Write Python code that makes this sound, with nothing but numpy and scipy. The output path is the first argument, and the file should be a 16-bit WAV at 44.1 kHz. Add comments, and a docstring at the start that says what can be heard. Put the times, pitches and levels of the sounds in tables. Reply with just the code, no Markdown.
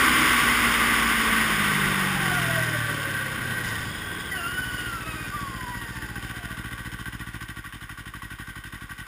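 """Snowmobile coasting down

Heard from the rider's helmet on a packed trail, a four-stroke twin falls from a high drone to a chugging
idle while track rumble and snow hiss die away. The drive's teeth whine downwards and the brake sticks
and slips into squeals. A small camera samples it all coarsely, adding a glassy treble."""
import sys
import numpy as np
from scipy.fft import rfft, irfft, next_fast_len
from scipy.io import wavfile
from scipy.ndimage import map_coordinates

SR = 44100
rng = np.random.default_rng(int(sys.argv[2]) if len(sys.argv) > 2 else 0)


def materialize(psi):
    """Save the field psi as 16-bit PCM at rate SR to the path in sys.argv[1].

    A 1-D psi becomes a single channel; in a 2-D psi each row is a channel.
    """
    bounded = np.clip(np.atleast_2d(psi).T, -1, 1)
    quanta = np.round(bounded * 32767).astype(np.int16)
    wavfile.write(sys.argv[1], SR, quanta)


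N = 399987
T = np.arange(N) / SR
CRUISE_HZ = 1000  # tooth rate of the drive at cruising speed
HOLD_HZ = 12000  # the camera's coarse sample rate

# Hood and chassis resonances. Each row: frequency in Hz, width in Hz, gain in dB.
PANELS = [(1149, 57, -4), (1430, 37, -6.5), (1546, 62, -1), (1884, 93, 0), (3043, 72, -15), (3567, 94, -13),
          (5000, 68, -15)]


def exhaust(cycle, rate, puff_s=0.00084, strongest_rate=14.8):
    """Two puffs a cycle, each led by a slight suction, echo in the pipe and ring the muffler."""
    firings = 0
    for at in (0, 0.2438):  # a 180 degree crank fires about a quarter cycle apart
        fires = np.diff(np.floor(cycle - at), prepend=np.floor(cycle[0] - at)) > 0
        firings = firings + fires * per_cycle(cycle, at, spread_db=0.5)

    def pipe(f):
        def pulse(width_s, delay_s):
            return np.exp(-2 * (np.pi * f * width_s) ** 2 - 2j * np.pi * f * delay_s)
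        suction = -0.35 * pulse(puff_s, -0.0022)
        inverted_echo = -0.7 * pulse(0.00107, 0.00476)
        upright_echo = 0.22 * pulse(2 * puff_s, 0.01763)
        return suction + pulse(puff_s, 0) + inverted_echo + upright_echo

    strength = amp(-31 - 10 * np.abs(octaves(rate, strongest_rate)))
    puffs = filtered(firings * strength, pipe) * puff_s * SR * np.sqrt(2 * np.pi)
    puffs = puffs * (1 + 0.23 * wobble(500))  # turbulence in the gas
    # The outlet radiates little below 45 Hz.
    puffs = filtered(puffs, lambda f: -f * f / (45 ** 2 - f * f + 1j * f * 19))
    return puffs + ring(puffs, [(112.4, 14, -4), (189, 20, -0.5), (233, 26, -3), (316, 33, 3)])


def drone(cycle, rate, full_rate=41.3):
    """At speed the firings merge into strong orders that shift off throttle and fade with the revs."""
    # Exhaust orders. Each row: multiple of the cycle rate, dB on throttle, dB coasting.
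    orders = [(1, -42, -51), (2, -60.5, -45), (3, -70, -36), (4, -36, -37), (5, -43.5, -58),
              (7, -62, -51.5), (8, -48, -50)]
    # Muffler resonances that lift a passing order. Each row: centre in Hz, width in Hz, lift in dB.
    muffler = [(121, 11, 4.5), (202.4, 27, 4.5), (313, 2.5, 11.5)]
    coasting = ramp(at_s=1.45, length_s=0.11)
    fade_db = 25 * np.minimum(octaves(rate, full_rate), 0)
    crank = cycle + 0.0025 * wobble(24)
    out = 0
    for order, throttle_db, coast_db in orders:
        lift_db = sum(db * np.exp(-((order * rate - hz) / width) ** 2) for hz, width, db in muffler)
        level_db = throttle_db + (coast_db - throttle_db) * coasting + fade_db + lift_db
        out = out + amp(level_db + 0.44 * wobble(14)) * np.cos(2 * np.pi * order * crank)
    return np.sqrt(2) * out


def engine_bay(cycle, rate, tooth_hz, idle_db=-37, fast_db=-29, fast_rate=60):
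    """Each combustion shakes hood and chassis just before its puff; the chug deepens as the sled slows."""
    # One burst of clatter per cylinder. Each row: start, rise and fall in cycles, level in dB.
    bursts = [(-.195, 0.038, 0.45, -6.5), (0.03, 0.075, 0.15, -7.5)]
    # Spells of harder clatter. Each row: start in seconds, length in seconds, lift in dB.
    jolts = [(2.22, 0.48, 2), (3.643, 0.075, 3.5), (6.214, 1.28, 2)]
    # The rattle's bright spectrum. Each row: frequency in Hz, relative level in dB.
    rattle_eq = [(200, -34), (600, -13.5), (800, -26), (1050, -31), (1290, -43), (1450, 16.5), (1720, 9),
                 (2050, -43), (2400, 3.5), (3200, 7.5), (3700, -6), (4300, -11), (5200, 1), (6000, -10.5)]
    body_eq = [(300, -34), (700, 4.5), (1050, 4), (3600, 1.5), (4200, -0.5), (5200, -5.5), (6000, -15)]
    shake = 0
    for start, rise, fall, db in bursts:
        age = since(cycle, start)
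        envelope = (1 - np.exp(-(age / rise) ** 2)) * np.exp(-age / fall)
        shake = shake + amp(db) * per_cycle(cycle, start, spread_db=0.6) * envelope
    fill = 0.54 * np.tanh(tooth_hz / 416)  # at speed, rattle fills the gaps between bursts
    clatter = noise() * np.hypot(shake, fill) * amp(2 * wobble(700))
    body = colour(ring(clatter, PANELS), body_eq)
    level_db = np.maximum(idle_db, fast_db + 5.5 * octaves(rate, fast_rate))
    level_db = level_db + sum(db * spell(start, length) for start, length, db in jolts)
    return amp(level_db) * (amp(-2) * body + amp(-6.5) * colour(clatter, rattle_eq))


def knock(cycle, start_cycles=-0.185, fall_cycles=0.055):
    """The first combustion of each cycle knocks on the lowest panel, never twice alike."""
    decay = np.exp(-since(cycle, start_cycles) / fall_cycles)
    blows = noise() * per_cycle(cycle, start_cycles, spread_db=4) * decay
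    panel = ring(blows, [(1140, 63, 0)])
    return amp(-54) * unit(ring(panel, [(1136, 220, 0)]))


def drive(cycle, tooth_hz):
    """The drive's teeth whine downwards; under braking their overtones rasp in the chassis and squeal."""
    # How strongly the chassis radiates the whine. Each row: tooth rate in Hz, level in dB.
    radiation = [(60, -97), (190, -63), (370, -61), (510, -51), (610, -46.5), (655, -39.5), (765, -40),
                 (860, -44), (1000, -68)]
    # Overtones of the teeth. Each row: multiple of the tooth rate, relative level in dB.
    teeth = [(2, 3), (3, 2.5), (4, 0), (5, -6.5), (6, -8), (7, -6), (8, 3), (9, 0), (12, 4.5), (16, -2)]
    rasp_eq = [(300, 2), (700, -13.5), (1100, -38), (2600, 3.5), (3600, 2), (4150, -8.5), (6000, -6.5)]
    hz = tooth_hz * (1 + 0.008 * wobble(130) + 0.0095 * np.sin(2 * np.pi * cycle))
    whine_db = np.interp(tooth_hz, *np.transpose(radiation)) + 4.4 * wobble(50) + 1.2 * wobble(12)
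    whine = amp(whine_db) * tone(hz * (1 + 0.016 * wobble(400)))
    scraping_hz = hz * (1 + 0.035 * wobble(450))
    overtones = sum(amp(db) * tone(k * scraping_hz) * (k * hz < HOLD_HZ / 2) for k, db in teeth)
    overtones = overtones * amp(3.2 * wobble(60))
    rasp = unit(ring(overtones, PANELS)) + amp(2.5) * colour(overtones, rasp_eq)
    braking = ramp(at_s=1.8, length_s=0.56) * amp(-34.5 + 9 * octaves(tooth_hz, CRUISE_HZ))
    return whine + braking * unit(rasp) + squeals(hz)


def squeals(tooth_hz, jitter=0.01585):
    """The brake sticks and slips on single overtones of the tooth rate, rough in pitch and level."""
    # Brake squeals. Each row: start in seconds, length in seconds, overtone number, level in dB.
    cues = [(2.254, 0.13, 2, -33.5), (2.613, 0.23, 3, -38), (3.7, 0.053, 4, -39.5), (3.894, 0.6, 8, -45.5),
            (4.307, .04, 5, -36.5), (4.328, 0.077, 2, -48), (5.02, 0.14, 2, -54), (4.333, 0.26, 4, -34.5),
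            (4.35, 0.14, 8, -41.5), (4.54, 0.31, 8, -42.5), (4.52, 0.28, 4, -32.5), (4.85, 0.12, 4, -36.5),
            (5.0, 0.25, 8, -45), (5.01, 0.21, 4, -44.5), (5.15, 0.26, 5, -45), (5.315, 0.16, 4, -34.5),
            (5.555, 0.18, 4, -41.5), (5.713, 0.317, 8, -44.5), (5.747, 0.77, 4, -53.5),
            (6.72, 0.33, 4, -62)]
    out = 0
    for order in sorted({row[2] for row in cues}):
        gain = spells([(start, length, db) for start, length, k, db in cues if k == order])
        flutter = amp(3.17 * wobble(55) + 0.97 * wobble(260))
        out = out + gain * flutter * tone(order * tooth_hz * (1 + jitter * wobble(700)))
    return out


def howl(cycle, floor_db=-61.5, throb_db=1):
    """Friction in the drive keeps one narrow chassis resonance ringing, throbbing with the crank."""
    # Flare-ups of the howl. Each row: start in seconds, length in seconds, level in dB.
    flares = [(2.45, 0.88, -35.5), (3.14, 0.057, -33), (3.34, 0.33, -36), (4.08, .18, -41)]
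    band = ring(noise(), [(1550, 68, 0)])
    ringing = unit(ring(band, [(1560, 150, 0)]))
    throb = amp(throb_db * np.cos(2 * np.pi * cycle))
    return np.hypot(spells(flares), amp(floor_db)) * throb * ringing


def snow(tooth_hz, hiss_db=-25, crunch_db=-50):
    """Skis and track scrape packed snow: a grainy hiss sinks to a slow crunch, with a sizzle on top."""
    # Spectrum of scraped snow. Each row: frequency in Hz, relative level in dB.
    snow_eq = [(300, -38), (640, -23.5), (950, -8.5), (1140, 4.5), (1320, -2.5), (1520, -1), (1720, -2.5),
               (2080, 2.5), (2480, -5.5), (3050, -6), (3620, -9), (4050, -21.5), (5150, -12), (6000, -25)]
    # Spells of thin sizzle. Each row: start in seconds, length in seconds, level in dB.
    sizzles = [(2.2, 0.26, -51), (3.63, 0.26, -47.5), (4.3, 0.73, -49), (5.05, 0.6, -51.5), (5.65, .6, -53)]
    sizzle_eq = [(3000, -37), (4250, -22), (4500, 0), (5000, 3), (5400, -1), (6000, -19)]
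    pace = octaves(tooth_hz, CRUISE_HZ)
    level = np.hypot(amp(hiss_db + 15.5 * pace), amp(crunch_db + 0.8 * pace))
    grains = noise() * amp(0.44 * wobble(900) + 0.37 * wobble(60) + 0.43 * wobble(8.2))
    sizzle = colour(noise() * amp(2.3 * wobble(120)), sizzle_eq)
    return level * colour(grains, snow_eq) + spells(sizzles) * sizzle


def track(tooth_hz, teeth_per_lug=5):
    """The track rumbles over its wheels and drums when slack; its lugs slap the trail in a sinking hum."""
    # Rumble of track and suspension. Each row: frequency in Hz, relative level in dB.
    rumble_eq = [(18, -24), (45, 0.5), (80, -4), (130, 1), (240, 2), (340, 0.5), (470, -4), (620, -8.5),
                 (1000, -9.5), (3000, -28)]
    # The slack track hits the chassis. Each row: start in seconds, length in seconds, level in dB.
    slack = [(3.32, 0.56, -37.5), (4.03, 0.18, -62)]
    drum_eq = [(70, -16), (105, -2), (125, -2), (145, -10), (185, -6), (260, -24), (600, -70)]
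    pace = octaves(tooth_hz, CRUISE_HZ)
    rumble = amp(-34 + 6 * pace + 0.8 * wobble(20)) * colour(noise(), rumble_eq)
    lugs = tone(tooth_hz / teeth_per_lug * (1 + 0.0117 * wobble(16)))
    drumming = spells(slack) * colour(noise(), drum_eq)
    return rumble + drumming + amp(-44.5 + 10 * pace + 1.2 * wobble(21)) * lugs


def wind():
    """Low, lumpy buffeting on the microphone while the helmet is turned across the airflow."""
    # Wind buffets. Each row: start in seconds, length in seconds, level in dB.
    buffets = [(3.62, .6, -45.5)]
    gusts = noise() * amp(3 * wobble(13))
    return spells(buffets) * colour(gusts, [(15, -12), (35, -5), (70, 0), (160, -16), (500, -60)])


def amp(db):
    """Decibels to gain."""
    return 10 ** (np.asarray(db) / 20)


def unit(x):
    """Scale to rms 1."""
    return x / np.sqrt(np.mean(x ** 2) + 1e-20)


def octaves(speed, reference):
    """How many octaves a speed lies above its reference."""
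    return np.log2(speed / reference)


def noise():
    """White noise."""
    return rng.standard_normal(N)


def tone(hz):
    """A sine of rms 1 that follows a pitch curve."""
    return np.sqrt(2) * np.sin(2 * np.pi * (np.cumsum(hz) / SR + rng.random()))


def wobble(rate):
    """A smooth random curve, rate knots a second."""
    return map_coordinates(rng.standard_normal(int(N * rate / SR) + 4), [T * rate])


def filtered(x, response):
    """x through a frequency response."""
    size = next_fast_len(N + SR // 2)
    return irfft(rfft(x, size) * response(np.fft.rfftfreq(size, 1 / SR)), size)[:N]


def colour(x, points):
    """x through an EQ curve of (Hz, dB) points, at rms 1."""
    f, db = np.transpose(points)
    return unit(filtered(x, lambda hz: amp(np.interp(np.log(hz + 1), np.log(f), db))))


def ring(x, modes):
    """x through (Hz, width Hz, dB) resonances."""
    return filtered(x, lambda f: sum(amp(db) * 1j * f * width / (hz * hz - f * f + 1j * f * width)
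                                     for hz, width, db in modes))


def since(cycle, start):
    """Share of a cycle gone by since the crank passed start."""
    return (cycle - start) % 1


def per_cycle(cycle, start, spread_db):
    """A new random gain each time the crank passes start."""
    gains = amp(spread_db * rng.standard_normal(1024))
    return gains[np.floor(cycle - start).astype(int) % 1024]


def ramp(at_s, length_s):
    """A smooth step from 0 to 1 around a moment."""
    return 0.5 + 0.5 * np.tanh(2 * (T - at_s) / length_s)


def spell(start, length, attack_s=0.01, release_s=0.064):
    """Attack, hold and release of one spell of sound."""
    attack = np.clip((T - start) / attack_s, 0, 1)
    return attack * np.exp(-np.maximum(T - start - length, 0) / release_s)


def spells(rows, sag_db_per_s=3.5):
    """Joint envelope of (start s, length s, dB) spells, each sagging while it lasts."""
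    gains = (spell(start, length) * amp(db - sag_db_per_s * np.maximum(T - start, 0))
             for start, length, db in rows)
    return np.sqrt(sum(gain ** 2 for gain in gains))


def scene():
    """Engine, running gear and snow follow the revs and the sled's speed, all close to the helmet."""
    # Engine speed. Each row: time in seconds, four-stroke cycles per second.
    revs = [(0, 63.2), (.19, 62.8), (.33, 61.2), (1.15, 56.7), (1.4, 56), (1.6, 52.1), (2.15, 46.8),
            (2.4, 42.7), (3.46, 31.5), (4.67, 14.21), (5.08, 14.7), (6.33, 14.61), (6.43, 14.24),
            (7.21, 14.56), (7.7, 11.81), (7.95, 12.25), (9.07, 11.58)]
    # Sled speed. Each row: time in seconds, tooth rate of the track drive in Hz.
    travel = [(0, 1242), (1.4, 1032), (2.05, 859), (2.42, 689), (2.8, 592), (3.2, 534), (3.6, 501.4),
              (3.9, 416.2), (4.28, 416.4), (4.42, 338.5), (4.58, 374.4), (4.82, 366), (5.0, 329.5),
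              (5.35, 294.4), (5.65, 249), (6.05, 218.3), (7.45, 58.2)]
    rate = np.interp(T, *np.transpose(revs))
    tooth_hz = np.interp(T, *np.transpose(travel))
    cycle = np.cumsum(rate) / SR
    cycle = cycle - np.interp(7.067, T, cycle)  # a puff lands at 7.067 s
    engine = exhaust(cycle, rate) + drone(cycle, rate) + engine_bay(cycle, rate, tooth_hz) + knock(cycle)
    return (engine + snow(tooth_hz) + track(tooth_hz) + drive(cycle, tooth_hz) + howl(cycle) + wind())[None]


def record(dry):
    """The camera holds each coarse sample, which mirrors the sound into a glassy treble."""
    def hold_droop(hz):
        return np.sinc(hz / HOLD_HZ) * amp(np.interp(hz, [6000, 10000], [0, 0.5]))

    narrow = filtered(dry[0], lambda hz: np.clip((HOLD_HZ / 2 - hz) / 220 + 0.33, 0, 1))
    mirrored = narrow * (1 + 2 * np.cos(2 * np.pi * HOLD_HZ * T))
    held = filtered(mirrored, hold_droop)
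    hiss = amp(-66) * noise()
    return filtered(held + hiss, lambda hz: hz < 15450)[None]


dry = scene()
out = record(dry)
materialize(out)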